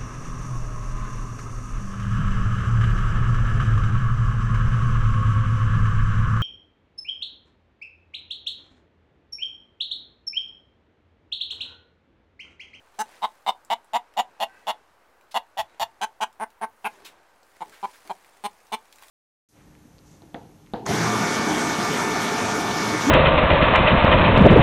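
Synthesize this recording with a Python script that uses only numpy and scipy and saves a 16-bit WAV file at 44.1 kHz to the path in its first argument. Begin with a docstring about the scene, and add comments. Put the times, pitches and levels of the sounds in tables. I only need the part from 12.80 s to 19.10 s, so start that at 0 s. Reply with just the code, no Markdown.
"""Hay rustles over the quiet hum of a yard, and a hen in a small wooden coop soon starts to cluck on her nest.
Each cluck is a short run of syrinx pulses through windpipe, chest and beak; its colour follows her head's pose.
As she turns about, filtered noise makes swishes in the hay and short ringing ticks make stalks snap.
Later come faint whistles of narrow-band noise from the yard, and a dull low bump inside two clucks.
Her clucks grow fainter as her head goes down, and the hay stirs on after the last one."""
import sys
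import numpy as np
from scipy import signal
from scipy.fft import rfft, irfft
from scipy.io import wavfile
from scipy.ndimage import uniform_filter1d

SR = 44100
rng = np.random.default_rng(int(sys.argv[2]) if len(sys.argv) > 2 else 0)


def store_wav(level_fs):
    """Save 16-bit WAV to argv[1]."""
    pcm = np.round(np.clip(np.atleast_2d(level_fs), -1, 1) * 32767)
    wavfile.write(sys.argv[1], SR, pcm.T.astype(np.int16))


N = 277830  # length of the scene in samples
SPAN = 4096  # samples worked out for one short sound
SPAN_T, SPAN_HZ = np.arange(SPAN) / SR, np.fft.rfftfreq(SPAN, 1 / SR)  # its times (s) and frequencies (Hz)
LEAD_S = .0052  # a dull first flap of the syrinx comes this much before the pulses


def gain_of(db):
    """Turns decibels into a factor."""
    return 10 ** (np.asarray(db) / 20)


def evened(x):
    """Scales a sound to an average (rms) strength of 1."""
    return x / np.sqrt(np.mean(x ** 2) + 1e-20)


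def read(points, hz):
    """Reads a curve of (Hz, value) points, joined by straight lines on a log frequency axis."""
    f, value = np.transpose(points)
    return np.interp(np.log(hz + 1), np.log(f + 1), value)


def add(mix, s, sound):
    """Mixes a sound in, starting at s seconds."""
    part = mix[round(s * SR):][:len(sound)]
    part += sound[:len(part)]


def ring(f, hz, width_hz):
    """Response of one resonance, with gain 1 at its centre."""
    return 1j * f * width_hz / (hz ** 2 - f ** 2 + 1j * f * width_hz)


def noise(field_db, size, patchy_db):
    """Noise built from random short spectra; field_db(hz, t) shapes it and soft patches vary its level."""
    frames, hz = 4 * N // size + 5, np.fft.rfftfreq(size, 1 / SR)
    a, b, patches = rng.standard_normal((frames, len(hz), 3)).T
    patches = uniform_filter1d(patches, size=9, axis=0)
    patches = evened(uniform_filter1d(patches, size=12, axis=1))
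    t = np.arange(frames) * size / 4 / SR
    spectra = (a + 1j * b) * gain_of(field_db(hz[:, None], t) + patchy_db * patches)
    return signal.istft(spectra, nperseg=size, noverlap=3 * size // 4)[1][:N]


def yard_hum():
    """Steady distant hum and hiss: noise with a fixed colour and two slightly stronger narrow bands."""
    # colour of the hum before levelling: f/Hz, relative density/dB
    colour = [(12, -28), (20, -5), (49, -7.5), (146, -16.5), (399, -6.5), (897, -4), (1530, -8.5),
              (3340, -20.5), (9400, -30.5), (14700, -34), (16000, -50)]
    # narrow bands in the hum: f/Hz, width/Hz, height above the hum/dB
    bands = [(1200, 46, 2.5), (1544, 52, 4)]

    def field_db(hz, t):
        """Colour of the hum, the same at all times."""
        peaks = sum(db / (1 + (2 * (hz - f) / width_hz) ** 2) for f, width_hz, db in bands)
        return read(colour, hz) + peaks + 0 * t

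    return gain_of(-61) * evened(noise(field_db, size=1024, patchy_db=.8))


def rustle():
    """Dry stalks slide: hiss with a grain of tiny ticks, rising and falling with the stirring."""
    # colour of the hiss before levelling: f/Hz, relative density/dB
    colour = [(120, -27), (200, -13), (283, -4.5), (1140, 6.5), (1320, -19), (1450, 4), (2560, 1),
              (2910, -2.5), (9580, -4.5), (16000, -12.5)]
    # how the hay is stirred: t/s, level/dB, dullness/dB per octave
    stirring = [(0.0, -70, 0.5), (0.33, -52, 2.8), (0.67, -68, -3), (1.4, -68.5, 5), (1.81, -60, 3.5),
                (2.02, -67.5, 5), (2.28, -84, -12.5), (2.92, -63, 5), (3.86, -80, -13), (4.12, -53.5, 2.6),
                (4.4, -64, 4), (4.63, -68, -3.5), (4.76, -58.5, 0.3), (5.15, -52.5, 0), (5.4, -58, 0),
                (6.1, -59.5, -0.2), (6.3, -53, -2.5)]
    s, level_db, dull_db = np.transpose(stirring)

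    def field_db(hz, t):
        """Colour of the hiss, tilted by the dullness of the moment."""
        return read(colour, hz) - np.interp(t, s, dull_db) * np.log2((hz + 100) / 5000)

    hiss = noise(field_db, size=256, patchy_db=1.5)
    ticks_db = 2.1 * np.minimum(rng.exponential(1, N // 80 + 1), 5)
    grain = uniform_filter1d(gain_of(ticks_db).repeat(80)[:N], size=40)
    level = gain_of(np.interp(np.arange(N) / SR, s, level_db))
    return level * evened(hiss * grain)


def windpipe(pipe_hz, pipe_width_hz, progress):
    """Windpipe responses, one per pulse: the neck stretches and the resonance climbs; an air sac rings on."""
    neck_stretch = 0.1  # share by which the resonance climbs over one cluck
    centre = pipe_hz * (1 + neck_stretch * (progress[:, None] - .5))
    # two resonances side by side make a broad top
    apart, width = .4 * pipe_width_hz, .8 * pipe_width_hz
    pipe = ring(SPAN_HZ, centre - apart, width) * ring(SPAN_HZ, centre + apart, width)
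    pipe = pipe * ring(SPAN_HZ, centre, 730) / abs(pipe).max()
    # the narrow resonance of the air sac lasts from pulse to pulse
    sac = gain_of(-13) * ring(SPAN_HZ, pipe_hz, 75) * ring(SPAN_HZ, pipe_hz, 750)
    return pipe + sac


def causal(power):
    """Filter with this power response that rings as early as it can (minimum phase)."""
    cepstrum = irfft(np.log(power + 1e-10) / 2)
    cepstrum[1:SPAN // 2] *= 2
    cepstrum[SPAN // 2 + 1:] = 0
    return np.exp(rfft(cepstrum))


def throat_and_beak(treble_db, resonances, tuning, tilt_db):
    """Throat and beak response: a broad treble plus resonances, the higher ones damped more."""
    power = abs(gain_of(treble_db) * ring(SPAN_HZ, 4500, 7000)) ** 2
    for pose_hz, pose_db in resonances:
        hz = tuning * pose_hz
        db = pose_db + tilt_db * np.log2(pose_hz / 3500)  # brightness pivots at 3500 Hz
        width_hz = 220 + 0.017 * hz
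        resonance = ring(SPAN_HZ, hz, width_hz) * ring(SPAN_HZ, hz, 4 * width_hz)
        power = power + abs(gain_of(db) * resonance) ** 2
    return causal(power)


def near_echoes():
    """The direct sound plus sparse, quickly fading echoes off her own body and the nest hollow."""
    level_db, fade_s = -5, .0045
    echoes = rng.standard_normal(SPAN) * np.exp(-SPAN_T / fade_s)
    echoes *= (rng.random(SPAN) < .15) * (SPAN_T > .0012)
    return 1 + gain_of(level_db) * rfft(echoes) / np.linalg.norm(echoes)


def cluck(length, first_hz, settled_hz, rough, level_db, swell_db, lead_db, pipe_hz, pipe_width_hz,
          tuning, tilt_db, open_db, pose):
    """Syrinx pulses glide in pitch and swell, then stop; windpipe, chest and beak each colour them."""
    # how her head is held: pose: (chest level/dB, broad treble/dB, [(f/Hz, level/dB) of each resonance])
    poses = {"in the hay": (-17, -35, [(1470, -11.5), (2840, -23.5), (3850, -26), (4900, -27.5),
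             (6000, -20.5), (7420, -25), (7980, -26), (9230, -27)]), "low": (-18, -39, [(1530, -14),
             (2300, -19.5), (2940, -13), (3780, -25), (4750, -31), (5880, -25), (6950, -30), (7800, -34),
             (9270, -32)]), "up, side on": (-23.5, -44.5, [(2030, -23.5), (2940, -19.5), (3620, -21.5),
             (4830, -37.5), (5730, -39), (7220, -33), (8900, -41.5), (12000, -40.5)]),
             "up, looking off": (-23, -46, [(2060, -25.5), (2900, -23), (3620, -19), (4800, -39),
             (5750, -42.5), (7700, -39.5), (9100, -41.5), (12300, -48)]),
             "up, facing": (-21, -39, [(1900, -21.5), (2840, -14.5), (3400, -17), (4280, -25), (5600, -35),
             (6950, -30.5), (10300, -33.5), (11600, -33)]), "turning down": (-26, -35.5, [(1910, -17.5),
             (2870, -17.5), (3450, -15), (4450, -24.5), (5590, -29.5), (7000, -29.5), (11100, -37),
             (12000, -33.5), (13480, -36)]), "under the breast": (-13, -47, [(1457, -11), (2480, -9),
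             (3980, -37), (4710, -52), (9660, -28), (10500, -30), (11670, -35), (12140, -33)]),
             "tucked": (-12.5, -44.5, [(1675, -10.5), (2150, -17), (2880, -32), (3880, -54), (5900, -38),
             (9480, -23.5), (10550, -33), (11700, -44), (13900, -42)]), "buried": (-15.5, -50, [(1550, -27),
             (2290, -22.5), (3170, -27), (3980, -30), (7400, -42), (9000, -46), (10200, -48),
             (11500, -51)]), "turned away": (-11, -37, [(2300, -17), (2950, -17), (3550, -16.5),
             (4250, -21.5), (5300, -30.5), (6400, -30), (8740, -24), (9800, -27.5), (13000, -35)])}
    chest_db, treble_db, resonances = poses[pose]
    t, u = SPAN_T, SPAN_T / length
    # pitch moves from first to settled (time constant 9.4 ms), rising in most clucks, falling in two;
    # it also sags by up to 12.84 Hz towards the end
    pitch = settled_hz + (first_hz - settled_hz) * np.exp(-t / 0.0094) - 12.84 * np.minimum(u, 1) ** 4
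    turns = np.cumsum(pitch) / SR
    # effort swells over half the length; after 80% it falls at 42 dB per length
    swell = np.minimum(u / 0.5, 1) ** 0.65 + 0.5
    effort = gain_of(swell_db * swell - 42 * np.maximum(u - .8, 0))

    # one pulse per turn; roughness shakes its time and size
    at = np.interp(np.arange(int(turns[int(length * SR)]) + 1), turns, t)
    jitter, uneven = rng.standard_normal((16, 2))[:len(at)].T
    even_sizes = np.interp(at, t, effort)
    sizes = even_sizes * gain_of(3 * rough * uneven)
    steady = even_sizes @ np.exp(-2j * np.pi * np.outer(at, SPAN_HZ))
    shaken_at = np.maximum(at + 0.00052 * rough * jitter, 0)
    clicks = np.exp(-2j * np.pi * np.outer(shaken_at, SPAN_HZ))
    bright = sizes ** 1.15 @ clicks  # harder pulses close more sharply

    # turbulence leaks through in a puff after every pulse
    puffs = np.exp(-(turns % 1) / .45)
    air = rfft(puffs * effort * (u < 1.1) * rng.standard_normal(SPAN)) / np.sqrt(SR / 900)

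    pipe = windpipe(pipe_hz, pipe_width_hz, at / length)
    core = irfft(sizes @ (clicks * pipe) + .8 * rough * air * pipe.mean(axis=0))
    chest = gain_of(chest_db) * ring(SPAN_HZ, 442, 590) * ring(SPAN_HZ, 290, 1080)
    beak = gain_of(open_db) * near_echoes() * throat_and_beak(treble_db, resonances, tuning, tilt_db)
    rest = irfft(chest * steady + beak * (bright + 2.5 * rough * air))
    # the early flap starts softly, over about 1 ms
    lead = gain_of(lead_db) * sizes[0] * irfft(pipe[0]) * (1 - np.exp(-t / 0.001))
    whole = np.roll(core + rest, round(LEAD_S * SR)) + lead
    return gain_of(level_db) * whole / np.sqrt(np.sum(core ** 2) / (length * SR))


def coop(x):
    """Sparse reflections of random sign off the boards, each band dying at its own speed."""
    # how fast the echoes die: f/Hz, time to fall by 60 dB/s
    fading = [(200, 0.22), (800, 0.14), (2000, 0.12), (4000, 0.11), (12000, 0.097)]
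    taps = np.zeros(SR // 2)
    at = np.arange(100, SR // 2 - 20, 16)
    taps[at + rng.integers(0, 16, len(at))] = rng.choice([-1., 1.], len(at))
    hz, t, spectra = signal.stft(taps, SR, nperseg=128)
    faded = spectra * gain_of(-60 * t / read(fading, hz)[:, None])
    tail = signal.istft(faded, SR, nperseg=128)[1]
    return signal.fftconvolve(x, tail / np.linalg.norm(tail))[:N]


def hen():
    """All clucks with their coop echoes; three different echo tails take turns, as if from three spots."""
    # clucks: t/s, length/s, first pitch/Hz, settled pitch/Hz, roughness/0-1, windpipe level/dB, swell/dB,
    # early flap/dB, windpipe f/Hz, windpipe width/Hz, throat tuning/factor, brightness/dB per octave,
    # beak opening/dB, pose/name
    clucks = [(0.1907, 0.033, 199, 223.3, 0.09, -25.5, 3, -8, 825, 121, 1.02, 0.2, -0.1, "in the hay"),
              (0.4206, 0.039, 160.8, 226.3, 0.32, -23, 12, -14, 888, 268, 1.03, -2, -1, "up, looking off"),
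              (0.6637, 0.043, 177.1, 222.7, 0.7, -21.5, 11, -35, 850, 240, 1.01, -0.4, -0.7, "up, looking off"),
              (0.9018, 0.041, 168.5, 237.6, 0.19, -21.5, 4.5, -24, 832, 223, 1.016, -3.5, 3, "up, side on"),
              (1.1342, 0.041, 187.2, 243, 0.24, -20.5, 7.5, -19, 822, 230, 0.98, 0.2, 1, "up, side on"),
              (1.3703, 0.041, 178.6, 232.7, 0.46, -20.5, 10.5, -9, 808, 205, 0.98, 1, -1.5, "up, side on"),
              (1.6018, 0.043, 169.2, 228.3, 0.27, -24.5, 7, -9, 778, 248, 1.01, -0.2, 0.2, "up, facing"),
              (1.8696, 0.044, 174, 219.4, 0.44, -24.5, 9.5, -20, 813, 310, 1.01, -1, 0, "up, facing"),
              (2.5434, 0.04, 190.8, 232.7, 0.42, -23, 8.4, -23, 822, 344, 1.014, -0.5, -0.4, "up, facing"),
              (2.7748, 0.04, 173.5, 224.1, 0.23, -25, 7, -1, 796, 225, 0.99, 0.1, -0.4, "turning down"),
              (2.9975, 0.042, 180.3, 231, 0.34, -24.5, 7, -34, 813, 260, 1.01, 1, 0.3, "turning down"),
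              (3.2152, 0.035, 174.3, 220.2, 0.2, -25, 5.5, -4, 840, 212, 1.05, 0.7, 1.3, "low"),
              (3.4093, 0.033, 197.1, 222.7, 0.17, -23, 9.5, 2, 860, 233, 1.02, 0.3, -0.5, "low"),
              (3.599, 0.047, 163, 225.2, 0.12, -29, 8, -19, 810, 294, 0.97, 0.7, -2.5, "tucked"),
              (3.8138, 0.038, 182.7, 227.6, 0.26, -28, 7, -15, 832, 284, 1, 0, -2, "tucked"),
              (4.0451, 0.033, 192.8, 222.4, 0.36, -27.5, 5, -15, 847, 210, 0.992, 0, 0, "under the breast"),
              (4.807, 0.027, 186.3, 168.2, 0.32, -31, 5, -48, 847, 170, 0.95, 3.5, 0, "buried"),
              (5.029, 0.03, 197.4, 199.2, 0.26, -26, 6, -40, 880, 206, 0.995, 1.5, -1.5, "buried"),
              (5.2965, 0.024, 202.7, 191.5, 0.28, -28, 5, -20, 815, 204, 1.02, 3, -0.3, "buried"),
              (5.639, 0.031, 194.7, 212.8, 0.14, -28, 6.1, -48, 840, 205, 0.98, 2.5, -1.5, "turned away"),
              (5.9231, 0.029, 194, 227.7, 0.29, -27.5, 6.5, 0, 866, 247, 0.98, -0.6, 1, "turned away")]
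    spots = np.zeros((3, N))
    for k, (s, *settings) in enumerate(clucks):
        add(spots[k % 3], s - LEAD_S, cluck(*settings))
    return sum(x + gain_of(-14.5) * coop(x) for x in spots)


def hay_swishes():
    """A wing or foot drags through the hay: broad noise with a quick rise."""
    # drags: t/s, level before rise and fade/dB, length/s, centre f/Hz
    drags = [(0.3, -65, 0.07, 2100), (2.509, -50, 0.018, 3700), (4.117, -68, 0.043, 320),
             (4.17, -60.5, 0.12, 300), (4.245, -44.5, 0.035, 2780), (4.853, -59, 0.082, 343),
             (4.916, -54.5, 0.068, 1490), (5.129, -54, 0.026, 1750), (5.246, -53.5, 0.031, 463),
             (6.208, -61, 0.038, 2610)]
    out = np.zeros(N)
    for s, db, length, hz in drags:
        scrape = evened(irfft(rfft(rng.standard_normal(SPAN)) * ring(SPAN_HZ, hz, 0.83 * hz)))
        shape = np.minimum(SPAN_T / 0.0062, 1) / (1 + (SPAN_T / length) ** 4)
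        add(out, s, gain_of(db) * scrape * shape)
    return out


def stalk_snaps():
    """Single stalks snap: a tick of noise sets off a short ring."""
    # snaps: t/s, level before the soft edges/dB, ring f/Hz
    snaps = [(0.8486, -53.5, 7960), (1.0444, -61, 9240), (1.3382, -58, 2930), (2.4107, -60, 2790),
             (3.5272, -62, 5730), (3.703, -60.5, 4120), (4.6308, -59, 4650), (4.8953, -53, 3970),
             (5.2435, -68, 3560), (5.2749, -47.5, 2460), (5.446, -53.5, 2340), (5.868, -57.5, 4200),
             (6.126, -48.5, 3800), (6.1584, -54, 6660), (6.1843, -51.5, 2790), (6.2233, -46, 1020),
             (6.2343, -47.5, 2650), (6.2833, -53, 4650)]
    out = np.zeros(N)
    for s, db, hz in snaps:
        tick = rng.standard_normal(SPAN) * np.minimum(SPAN_T / .001, 1) * np.exp(-SPAN_T / .0013)
        stalk = 0.13 * ring(SPAN_HZ, 5800, 7900) + ring(SPAN_HZ, hz, 0.5 * hz)
        snap = evened(irfft(rfft(tick) * stalk)[:180])
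        add(out, s, gain_of(db) * snap * signal.windows.tukey(180, .3))
    return out


def yard_whistles():
    """Faint fuzzy whistles from far off in the yard: noise through a narrow resonance."""
    # whistles: t/s, length/s, level before the soft edges/dB, f/Hz
    whistles = [(1.66, 0.18, -59.5, 1555), (1.66, 0.23, -68, 1960), (1.67, 0.19, -70, 2600),
                (2.87, 0.09, -73, 3870), (4.33, 0.24, -72, 1525)]
    out = np.zeros(N)
    for s, length, db, hz in whistles:
        size = round(length * SR)
        narrow = ring(np.fft.rfftfreq(4 * SPAN, 1 / SR), hz, 75) ** 2
        fuzz = evened(irfft(rfft(rng.standard_normal(4 * SPAN)) * narrow))[:size]
        add(out, s, gain_of(db) * fuzz * signal.windows.tukey(size, .5))
    return out


def low_bumps():
    """A dull low bump inside two clucks: one short push of a 110 Hz wave."""
    # bumps: t of the middle/s, level of the wave before shaping/dB
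    bumps = [(2.8, -42.5), (3.017, -43)]
    out = np.zeros(N)
    for s, db in bumps:
        push = np.exp(-((SPAN_T - .01) / .003) ** 2)
        add(out, s - .01, gain_of(db) * np.sin(2 * np.pi * 110 * SPAN_T) * push)
    return out


def scene():
    """Yard, hay and hen together; swishes, snaps and bumps also echo in the coop."""
    background = yard_hum() + rustle()
    clucking = hen()
    events = hay_swishes() + stalk_snaps() + low_bumps()
    echoed = events + gain_of(-4.0) * coop(events)
    return (background + clucking + echoed + yard_whistles())[None]


def record(dry):
    """Adds a small steady offset and cuts the treble above about 15900 Hz."""
    band_limit = signal.firwin(401, 15900, window=("kaiser", 8), fs=SR)
    return signal.oaconvolve(dry - .0004, band_limit[None], "same")


dry = scene()
out = record(dry)
store_wav(out)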